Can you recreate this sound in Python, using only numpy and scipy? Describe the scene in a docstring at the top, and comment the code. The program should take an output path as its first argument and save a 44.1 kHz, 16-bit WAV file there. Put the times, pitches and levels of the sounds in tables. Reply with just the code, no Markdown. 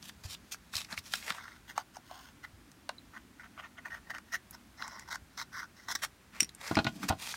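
"""Quiet room, at a counter: scissors trim tissue paper along the edge of a cardstock panel.
A hand first smooths the tissue: soft friction noise with crinkles and snaps. The blades then crunch through it
in short strokes, random fibre breaks that sound the card and hiss on the steel edges.
The steel scissors clink down, and the panel is slid, turned and bumped: damped modes of steel and counter.
Low air noise, a faint wandering drone and a short room tail lie underneath."""
import sys
import numpy as np
from scipy import signal
from scipy.fft import rfft, irfft, next_fast_len
from scipy.io import wavfile
from scipy.ndimage import uniform_filter1d, map_coordinates

SR = 44100
rng = np.random.default_rng(int(sys.argv[2]) if len(sys.argv) > 2 else 0)


def file_out(sig):
    """Save sig as 16-bit WAV at sys.argv[1]."""
    # one column per channel
    cols = np.atleast_2d(sig).T
    # limit, then scale
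    lim = np.clip(cols, -1, 1)
    pcm = np.round(lim * 32767).astype(np.int16)
    wavfile.write(sys.argv[1], SR, pcm)


N = 324576  # samples

# Squeezes of the blades. Each row: start in seconds, length in seconds, crest as share of length, card level in dB.
CUTS = [ (1.37, .2, 0.18, -53), (1.681, 0.041, 0.23, -50.5), (1.761, 0.057, 0.4, -50.5),
        (1.94, 0.032, 0.71, -57.5), (2.065, 0.23, 0.43, -60), (2.433, 0.022, 0.88, -44.5),
        (3.136, 0.044, 1, -48.5), (3.396, 0.028, .3, -51), (3.434, 0.034, .2, -53),
        (3.579, 0.031, 0.66, -46), (3.621, 0.055, 0.5, -50.5), (3.771, 0.027, 0.94, -49.5),
        (3.852, 0.033, 0.28, -43.5), (3.907, 0.07, 0.3, -45), (4.1, 0.018, 0.27, -39),
        (4.139, 0.043, 0.14, -45.5), (4.324, 0.04, 0.66, -36), (4.529, .028, 0.72, -54),
        (4.785, 0.25, 0.14, -50), (5.074, 0.02, 1, -52), (5.107, 0.047, 0.81, -41.5),
        (5.377, 0.051, 0.47, -44.5), (5.532, 0.11, 0.55, -43.5), (5.76, 0.09, .2, -61),
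        (5.886, 0.04, 1, -39.5), (5.952, 0.0089, 0.061, -33.5)]
# Skin, card and blades sliding over paper. Each row: start in seconds, length in seconds, crest as share of length,
# hiss level in dB, body over hiss in dB (levels before the trims in rubs()).
RUBS = [ (0.026, 0.078, 0.95, -49, -12), (0.239, 0.027, 0.74, -46, -8.5),
        (0.286, 0.062, 0.97, -42.5, -13.5), (0.518, 0.027, 0.22, -37.5, -15.5),
        (0.737, .09, 0.15, -39, -11), (0.894, 0.061, 0.56, -49.5, 1.5), (.972, 0.023, 0.86, -42, -11),
        (1.041, 0.075, 0.35, -53, -8.5), (1.119, 0.075, 0.29, -40.5, -13.5), (1.21, 0.073, 0.74, -49.5, -6),
        (1.276, 0.047, 0.5, -41, 0.5), (1.335, .05, .4, -51, 0.5), (6.024, 0.029, 0.88, -33, -2),
        (6.339, 0.094, 0.78, -55.5, 4), (6.608, 0.14, 0.5, -45.5, -0.5), (7.025, 0.04, 0.34, -46, 3.5),
        (7.085, 0.013, 0.38, -28, -5.5), (7.197, 0.1, 0.65, -42, -7.5), (7.29, 0.078, 0.33, -42.5, -9)]
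# Clearest creases and blade bites. Each row: time in seconds, pop in dB, tick in dB, pop in Hz, tick in Hz.
SNAPS = [ (0.0937, -48.5, -47.5, 1660, 3260), (0.5438, -46, -53, 1650, 5980),
         (0.7376, -42.5, -51, 1290, 3440), (.754, -51, -34, 2110, 4480), (.7666, -63, -32.5, 2070, 4530),
         (0.781, -47, -42, 2500, 3600), (0.847, -52, -48.5, 2390, 4560), (0.9262, -42.5, -41, 1770, 4070),
         (0.976, -35.5, -46, 2500, 4200), (1.062, -62, -54, 2300, 4200), (1.137, -31.5, -31.5, 1590, 3520),
         (1.226, -48.5, -53, 2030, 3690), (1.279, -43, -51, 1980, 3130), (1.304, -32, -36.5, 1660, 3170),
         (1.383, -44.5, -62, 1440, 3140), (1.48, -46, -64, 1600, 3280), (1.778, -27.5, -41, 960, 6160),
         (1.968, -44, -52, 825, 5200), (2.1119, -44, -58, 734, 4080), (2.7163, -68, -58.5, 1380, 5970),
         (2.8917, -34.5, -40, 1120, 3550), (4.148, -43, -58, 1540, 5070), (4.183, -45.5, -54.5, 1490, 5370),
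         (4.354, -40, -47, 1800, 5560), (4.509, -64, -48.5, 1180, 12360), (4.8225, -36.5, -44, 1710, 4020),
         (4.8787, -46.5, -48.5, 1130, 6500), (4.9952, -52.5, -48.5, 1820, 6140),
         (5.156, -38.5, -46, 1480, 5550), (5.376, -47, -52.5, 1140, 4110), (5.414, -39, -46, 1460, 5200),
         (6.492, -60, -49, 2060, 4270), (6.549, -69, -50, 1520, 8350), (6.6764, -68, -43, 2400, 4820),
         (6.754, -34.5, -36.5, 2480, 4900), (6.8449, -53, -38.5, 1060, 4100),
         (7.34, -38.5, -59, 1520, 5280)]
# Scissors graze the counter, land and bounce. Each row: time in seconds, ring in dB, clack in dB before its trim.
CLINKS = [(6.401, -58, -41), (6.405, -21, -27), (6.4228, -39, -50), (6.4307, -33.5, -43), (6.446, -43, -55)]
# Hands and panel bump the counter. Each row: time in seconds, thud, knock and clatter in dB before the trim.
KNOCKS = [ (.926, -46.5, -55, -64), (1.305, -48.5, -65, -62), (6.422, -41.5, -59, -51),
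          (6.7103, -30.5, -33.5, -47), (6.7684, -25, -25, -31.5), (6.7877, -30.5, -28, -29.5),
          (6.8485, -35.5, -41, -42.5), (6.8663, -30.5, -31.5, -30.5), (7.098, -35, -33, -39),
          (7.104, -38.5, -26.5, -45.5), (7.123, -40, -34.5, -46)]
# Soft heel of the hand landing. Each row: time in seconds, level in dB.
THUMPS = [(0.251, -44.5), (0.755, -51.5), (0.98, -53.5), (2.534, -56), (5.219, -57.5), (7.1, -34.5)]
# A blade sliding flat along the card. Each row: start in seconds, length in seconds, crest as share of length,
# level in dB.
SCRAPES = [(2.101, 0.11, .6, -56.5)]
# The opening blades touch. One row: time in seconds, level in dB, pitch in Hz.
PING = (2.9825, -49.5, 4000)
# Faint low drone. Each row: time in seconds, centre in Hz, level in dB.
DRONE = [(.4, 200, -63), (1.899, 215, -73), (2.4, 285, -67.5), (3.3, 235, -66.5), (5.1, 215, -67),
         (6.299, 200, -66.5)]
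# Looseness of the card against the blades. Each row: time in seconds, slack from 0 to 1.
SLACK = [(2.3, 1), (2.43, 0.27), (4.35, 0.01), (4.8, 1)]
# Edge hiss over the card's crunch. Each row: time in seconds, relative level in dB.
EDGE_LEVEL_DB = [(1.35, -10), (1.68, -4.5), (2.05, 0), (2.45, -14), (3.75, -18), (4.2, -11.5), (4.55, -0.5),
                 (4.9, -8.5), (5.4, 0.5), (5.55, -9.5), (5.96, 2)]
# Modes of the scissors. Each row: nominal frequency in Hz, nominal level in dB, t60 in seconds.
STEEL_MODES = [(2600, -15, .03), (5425, -10, .038), (5626, 0, .044), (5820, -13, .04), (7070, -11, .02),
               (8400, -14, .015), (8900, -3, .024), (12290, -17, .026), (14140, -25, .03)]
# Modes of the counter. Each row: nominal frequency in Hz, nominal level in dB, t60 in seconds.
COUNTER_MODES = [(90, -11.5, .09), (141, -11, 0.085), (207.4, 0.5, 0.058), (308, -2.5, 0.042),
                 (663, -1, 0.057), (814, -1, .06), (1040, -8.5, 0.047), (1438, -1.5, 0.07),
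                 (1966, -5, 0.032), (2536, -10, 0.074), (3190, -14.5, .07), (4150, -7, 0.037)]
# Spectrum of taut card. Each row: frequency in Hz, relative density in dB per Hz.
CARD_TAUT = [(260, -66), (450, -37), (618, -12.5), (905, -12), (1300, -9.5), (1490, -1.5), (1690, -10),
             (1850, 3), (2270, -17), (3000, -20.5), (3900, -28), (6600, -120)]
# Spectrum of slack card, lower and broader. Each row: frequency in Hz, relative density in dB per Hz.
CARD_SLACK = [(400, -23.5), (589, -16.5), (746, -7.5), (1100, 2.5), (1240, -5), (1480, 6), (1680, -2),
              (2050, 1), (2390, -22), (3900, -11.5), (6600, -120)]
# Spectrum of the blade edges. Each row: frequency in Hz, relative density in dB per Hz.
EDGE = [(1800, -40.5), (2700, -1.5), (4200, -3), (6700, -0.5), (7300, -15), (8900, -7), (10400, -24),
        (11700, -12.5), (15800, -14)]
# Spectrum of the blade edges late in the cut. 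Each row: frequency in Hz, relative density in dB per Hz.
EDGE_LAST = [(1800, -47), (3100, -0.5), (3500, 8.5), (4400, 1.5), (5300, 11), (6800, -2), (7500, -5),
             (10400, -14), (11400, -7), (13400, -15), (15800, -9)]
# Spectrum of a rub's body. Each row: frequency in Hz, relative density in dB per Hz.
RUB_BODY = [(240, -63), (400, -9.5), (994, 2.5), (2000, 4), (3000, -1), (3900, -34), (6600, -120)]
# Spectrum of a rub's hiss. Each row: frequency in Hz, relative density in dB per Hz.
RUB_HISS = [(1410, -44), (2400, -1), (5750, -3), (10300, -10.5), (15100, -14.5), (16000, -21)]
# Spectrum of a flat blade scrape. Each row: frequency in Hz, relative density in dB per Hz.
SCRAPE = [(450, -37), (730, -2), (950, -9), (1100, 3), (1300, -21), (1900, -27), (3000, -41)]
# Spectrum of the scissors' contact. Each row: frequency in Hz, relative density in dB per Hz.
CLACK = [(300, -22), (1300, -28), (2000, -2), (2650, -2), (3600, -8.5), (7000, -10.5), (10000, -18),
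         (16000, -25)]
# Spectrum of the scuff in a bump. Each row: frequency in Hz, relative density in dB per Hz.
BUMP = [(25, -33), (100, 7), (240, 12.5), (410, -14.5), (700, 2.5), (4200, -6), (15000, -48)]
# Spectrum of the air noise. Each row: frequency in Hz, relative density in dB per Hz.
AIR = [(15, -45), (55, 4), (150, -4), (320, -5), (470, -14), (1600, -13), (3000, -18.5), (10500, -26),
       (15800, -30)]
# Room decay. Each row: frequency in Hz, t60 in seconds.
ROOM_T60_S = [(200, 0.2), (1500, 0.096), (10000, 0.079)]

TOP_HZ = 15900
SQUEEZE_RISE_DB, SQUEEZE_FALL_DB = 7.5, 7.5  # the force swells to its crest, then eases
FEED_S, FEED_DB = 0.067, -27.5  # the paper slides faintly into the blades before they bite
FLEX_DB = 3  # the bending sheet changes its colour as it is cut
CRINKLES_PER_S, CRINKLE_DB, CRINKLE_SPREAD_DB = 28, -8.5, 6  # levels over the rub's table level
CRINKLE_POP_HZ, CRINKLE_TICK_HZ = 1460, 4200  # centres of a one-octave random spread
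CRINKLE_OFF_CREST_DB = 2.5  # gain a whole rub's length away from its crest
DETUNE = 0.0059  # the hand's load shifts the counter modes from blow to blow, as a share of Hz


def amp(db):
    """Decibels to gain."""
    return 10 ** (np.asarray(db) / 20)


def unit(x):
    """Scale to rms 1."""
    return x / np.sqrt(np.mean(x ** 2) + 1e-20)


def along(points, hz):
    """Read (Hz, value) points on a log axis."""
    f, v = np.transpose(points)
    return np.interp(np.log(hz + 1), np.log(f + 1), v)


def colour(x, spectrum):
    """Minimum-phase filter with the given (Hz, dB) shape, via the folded cepstrum."""
    size = 4096
    gain = amp(along(spectrum, np.fft.rfftfreq(size, 1 / SR)))
    cepstrum = irfft(np.log(gain))
    cepstrum[1:size // 2] *= 2
    cepstrum[size // 2 + 1:] = 0
    impulse = irfft(np.exp(rfft(cepstrum)))
    return signal.fftconvolve(x, impulse)[:len(x)]


def band(x, lo_hz, hi_hz, order=2):
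    """Causal band-pass."""
    edges_hz = [lo_hz, min(hi_hz, SR / 2 - 100)]
    return signal.sosfilt(signal.butter(order, edges_hz, "band", fs=SR, output="sos"), x)


def struck(x, window_s):
    """Scale a hit to rms 1 over its first moments."""
    return x / np.sqrt(np.mean(x[:int(window_s * SR)] ** 2) + 1e-20)


def burst(t, t60_s, spike):
    """A contact: one sharp push and a quickly dying crackle."""
    x = rng.standard_normal(len(t)) * amp(-60 * t / t60_s)
    x[0] += spike
    return x


def add(track, start_s, x):
    """Mix x into the track."""
    start = max(round(start_s * SR), 0)
    track[start:start + len(x)] += x[:max(N - start, 0)]


def catching(rate_hz, depth_db):
    """Smooth random gain, as of a contact that catches and frees."""
    knots = rng.standard_normal(int(N * rate_hz / SR) + 4)
    return amp(depth_db * map_coordinates(knots, [np.arange(N) * rate_hz / SR]))


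def fibres(rate_hz, spread_db, smooth):
    """Random tiny slips and breaks of uneven size over a smooth friction noise."""
    sizes = amp(spread_db * np.clip(rng.standard_normal(N), -2, 2)) * rng.choice([-1, 1], N)
    breaks = sizes * (rng.random(N) < rate_hz / SR)
    return unit(breaks) + smooth * rng.standard_normal(N)


def stroke(source, start_s, length_s, crest, rise_db, fall_db, release_s, ripple, lead_s=0, lead_db=-40):
    """One movement's share of a source: lead-in, crest and stop; returns its start and rms-1 signal."""
    first_s = start_s - release_s - lead_s
    peak_s = start_s + np.clip(crest, 0, 1) * length_s
    end_s = start_s + length_s
    stop_s = end_s + 2 * release_s
    t = np.arange(max(int(first_s * SR), 0), min(int(stop_s * SR), N))
    # every new grip and contact point gives the sheet other brief resonances
    echo = burst(np.arange(SR // 100) / SR, t60_s=.009, spike=0)
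    echoed = signal.fftconvolve(source[t], echo / np.linalg.norm(echo))[:len(t)]
    knots_s = [first_s, start_s - release_s, start_s, peak_s, end_s, stop_s]
    envelope_db = np.interp(t / SR, knots_s, [-40, lead_db, -rise_db, 0, -fall_db, -40])
    x = (source[t] + ripple * echoed) * amp(envelope_db)
    return t[0] / SR, x / np.sqrt(np.sum(x ** 2) / (length_s * SR) + 1e-20)


def ringing(modes, t):
    """Damped modes, each excited a little differently at every call."""
    out = np.zeros(len(t))
    for hz, db, t60_s in modes:
        gain = rng.choice([-1, 1]) * amp(db + rng.normal(0, 1.5) - 60 * t / t60_s)
        out += gain * np.sin(2 * np.pi * hz * t)
    return out


def room_tone(air_db=-60.5, half_width_hz=42, waver_db=2.0):
    """Low ventilation noise and faint hiss, with a noise-band drone that wanders in pitch and level."""
    s, *columns = np.transpose(DRONE)
    hz, level_db = (np.interp(np.arange(N) / SR, s, c) for c in columns)
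    narrow = band(rng.standard_normal(N) + 1j * rng.standard_normal(N), 1, half_width_hz)
    carrier = np.exp(2j * np.pi * np.cumsum(hz) / SR)
    drone = unit(np.real(narrow * carrier)) * catching(rate_hz=11, depth_db=waver_db)
    air = unit(colour(rng.standard_normal(N), AIR)) * catching(rate_hz=4.25, depth_db=0.33)
    return amp(air_db) * air + amp(level_db) * drone


def rubs(body_trim_db=-1, hiss_trim_db=-3.5):
    """Skin, card and blades slide over paper: fine, soft slip grain with sparser, coarser slips on top."""
    slips = fibres(rate_hz=2800, spread_db=5, smooth=.7) + .45 * fibres(rate_hz=110, spread_db=4, smooth=0)
    slips = slips * catching(rate_hz=86, depth_db=2.0)
    body, hiss = colour(slips, RUB_BODY), colour(slips, RUB_HISS)
    out = np.zeros(N)
    for start_s, length_s, crest, level_db, body_db in RUBS:
        release_s = 0.0025 + 0.26 * length_s  # longer movements fade more gently
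        for source, db in (body, body_db + body_trim_db), (hiss, hiss_trim_db):
            s, x = stroke(source, start_s, length_s, crest, rise_db=8.5, fall_db=12.0,
                          release_s=release_s, ripple=.35, lead_s=0.14, lead_db=-29.5)
            add(out, s, amp(level_db + db) * x)
    return out


def snap(pop_db, tick_db, pop_hz, tick_hz, give_s=0.0012):
    """The sheet gives way: a bright tick with a softer-onset, damped pop of the stiff card."""
    t = np.arange(SR // 10) / SR
    push = band(burst(t, t60_s=.016, spike=4), 600, 2600, order=4)
    pop = band(push, pop_hz / 1.2, pop_hz * 1.176, order=1) * (1 - np.exp(-t / give_s))
    crack = band(burst(t, t60_s=0.014, spike=1.1), 1600, 14500)
    tick = band(crack, tick_hz / 1.123, tick_hz * 1.15, order=1)
    return amp(pop_db) * struck(pop, .008) + amp(tick_db) * struck(tick, .008)


def crinkles():
    """Small creases give way at random during a rub, slightly louder away from its crest."""
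    out = np.zeros(N)
    for start_s, length_s, crest, level_db, body_db in RUBS:
        for place, size, pitch in rng.random((int(CRINKLES_PER_S * length_s), 3)):
            db = level_db + CRINKLE_DB + CRINKLE_SPREAD_DB * size
            db += CRINKLE_OFF_CREST_DB * abs(place - crest)
            scale = 2 ** (pitch - .5)
            crease = snap(db + body_db, db, scale * CRINKLE_POP_HZ, scale * CRINKLE_TICK_HZ)
            add(out, start_s + length_s * place, crease)
    return out


def snaps():
    """The creases and bites that stand out, each a pop and a tick."""
    out = np.zeros(N)
    for s, pop_db, tick_db, pop_hz, tick_hz in SNAPS:
        add(out, s, snap(pop_db, tick_db, pop_hz, tick_hz))
    return out


def thumps(hz=88, t60_s=0.095, attack_s=0.0023):
    """Flesh pushes the counter slowly, so only one low mode answers."""
    out, t = np.zeros(N), np.arange(SR // 4) / SR
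    boom = np.sin(2 * np.pi * hz * t) * amp(-60 * t / t60_s) * (1 - np.exp(-t / attack_s))
    for s, db in THUMPS:
        add(out, s, amp(db) * struck(boom, 0.043))
    return out


def knocks(trim_db=-1, scuff_db=-3, attack_s=0.00058):
    """Bumps wake the counter's modes and a scuff, split into thud, knock and clatter bands."""
    out, t = np.zeros(N), np.arange(SR // 3) / SR
    ranges_hz = [(40, 450), (500, 1200), (1250, 14000)]
    for s, *levels_db in KNOCKS:
        modes = [(hz * (1 + DETUNE * rng.normal()), db, t60_s) for hz, db, t60_s in COUNTER_MODES]
        scuff = colour(burst(t, t60_s=0.063, spike=4.6), BUMP)
        blow = struck(ringing(modes, t), .016) + amp(scuff_db) * struck(scuff, .016)
        blow = blow * (1 - np.exp(-t / attack_s))
        for (lo_hz, hi_hz), db in zip(ranges_hz, levels_db):
            add(out, s, amp(db + trim_db) * struck(band(blow, lo_hz, hi_hz, order=3), .016))
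    return out


def flexing(x, depth_db):
    """Brief peaks and dips, some 700 Hz wide and 25 ms long, drift through the sound."""
    z = signal.stft(x, nperseg=256)[2]
    field = uniform_filter1d(rng.standard_normal(z.shape), size=4, axis=0)
    field = uniform_filter1d(field, size=8, axis=1)
    return signal.istft(z * amp(depth_db * unit(field)), nperseg=256)[1][:N]


def cuts():
    """Closing blades break fibres; the breaks sound the card and hiss on the steel edges."""
    grip = catching(rate_hz=320, depth_db=2.1) * catching(rate_hz=80, depth_db=1.3)
    breaks = flexing(grip * fibres(rate_hz=1700, spread_db=4, smooth=.3), FLEX_DB)
    friction = breaks + 0.88 * grip * rng.standard_normal(N)
    t = np.arange(N) / SR
    slack = np.clip(np.interp(t, *np.transpose(SLACK)), 0, 1)
    card = (1 - slack) * unit(colour(breaks, CARD_TAUT)) + slack * unit(colour(breaks, CARD_SLACK))
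    progress = np.clip((t - 4.3) / .5, 0, 1)  # the cut travels out toward the tips
    edge = (1 - progress) * unit(colour(friction, EDGE)) + progress * unit(colour(friction, EDGE_LAST))
    out = np.zeros(N)
    for start_s, length_s, crest, level_db in CUTS:
        release_s = 0.0013 + 0.13 * length_s  # longer strokes fade more gently
        hiss_db = np.interp(start_s, *np.transpose(EDGE_LEVEL_DB))
        for source, db in (card, 0), (edge, hiss_db):
            s, x = stroke(source, start_s, length_s, crest, SQUEEZE_RISE_DB, SQUEEZE_FALL_DB,
                          release_s, ripple=.45, lead_s=FEED_S, lead_db=FEED_DB)
            add(out, s, amp(level_db + db) * x)
    return out


def scrapes():
    """A sliding blade draws a hollow note from the card: slips through the card's narrow colour."""
    out = np.zeros(N)
    slips = colour(fibres(rate_hz=770, spread_db=4.5, smooth=.3), SCRAPE)
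    for start_s, length_s, crest, level_db in SCRAPES:
        # negative rise and fall: both ends louder than the crest
        s, x = stroke(slips, start_s, length_s, crest, rise_db=-2, fall_db=-1, release_s=.015, ripple=0)
        add(out, s, amp(level_db) * x)
    return out


def ping(t60_s=0.011):
    """One small, focused note from the blades, choked by the grip."""
    out, t = np.zeros(N), np.arange(SR // 20) / SR
    s, db, hz = PING
    note = np.sin(2 * np.pi * hz * t) * t * amp(-60 * t / t60_s)
    add(out, s, amp(db) * struck(note, .008))
    return out


def clinks(clack_trim_db=1):
    """Steel lands with a hard clack and rings briefly, damped by the hand."""
    out, t = np.zeros(N), np.arange(SR // 5) / SR
    for s, ring_db, clack_db in CLINKS:
        ring = struck(ringing(STEEL_MODES, t), .008)
        contact = burst(t, t60_s=.012, spike=1) + .12 * burst(t, t60_s=.04, spike=0)
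        clack = struck(colour(contact, CLACK), .008)
        add(out, s, amp(ring_db) * ring + amp(clack_db + clack_trim_db) * clack)
    return out


def drag(rumble_db=-47, hiss_db=-59):
    """The hand drags the panel round in small jerks: low counter modes rumble under a faint paper hiss."""
    out, t = np.zeros(N), np.arange(SR // 5) / SR
    jerks = catching(rate_hz=54, depth_db=3.5) * rng.standard_normal(N)
    rumble = band(signal.fftconvolve(jerks, ringing(COUNTER_MODES, t))[:N], 120, 460)
    for source, level_db in (rumble, rumble_db), (colour(jerks, RUB_HISS), hiss_db):
        s, x = stroke(source, start_s=6.72, length_s=0.453, crest=0.68, rise_db=1, fall_db=11,
                      release_s=0.022, ripple=0.21)
        add(out, s, amp(level_db) * x)
    return out


def room(x):
    """A small, dry room: a 3 ms delay, then a noise tail whose treble dies first."""
    hz, t, z = signal.stft(rng.standard_normal(SR // 3), SR, nperseg=256)
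    decay = amp(-60 * t / along(ROOM_T60_S, hz)[:, None])
    tail = signal.istft(z * decay, SR, nperseg=256)[1]
    delayed = np.pad(x, (int(.003 * SR), 0))
    return signal.fftconvolve(delayed, tail / np.linalg.norm(tail))[:N]


def scene():
    """All the handling, its room and the quiet behind it."""
    paper = rubs() + crinkles() + snaps()
    blades = cuts() + scrapes() + ping() + clinks()
    counter = thumps() + knocks() + drag()
    work = paper + blades + counter
    return (work + amp(-14.0) * room(work) + room_tone())[None]


def record(dry):
    """Remove everything from TOP_HZ up."""
    size = next_fast_len(N + SR // 2)
    keep = np.fft.rfftfreq(size, 1 / SR) < TOP_HZ
    return irfft(rfft(dry, size) * keep, size)[..., :N]


dry = scene()
out = record(dry)
file_out(out)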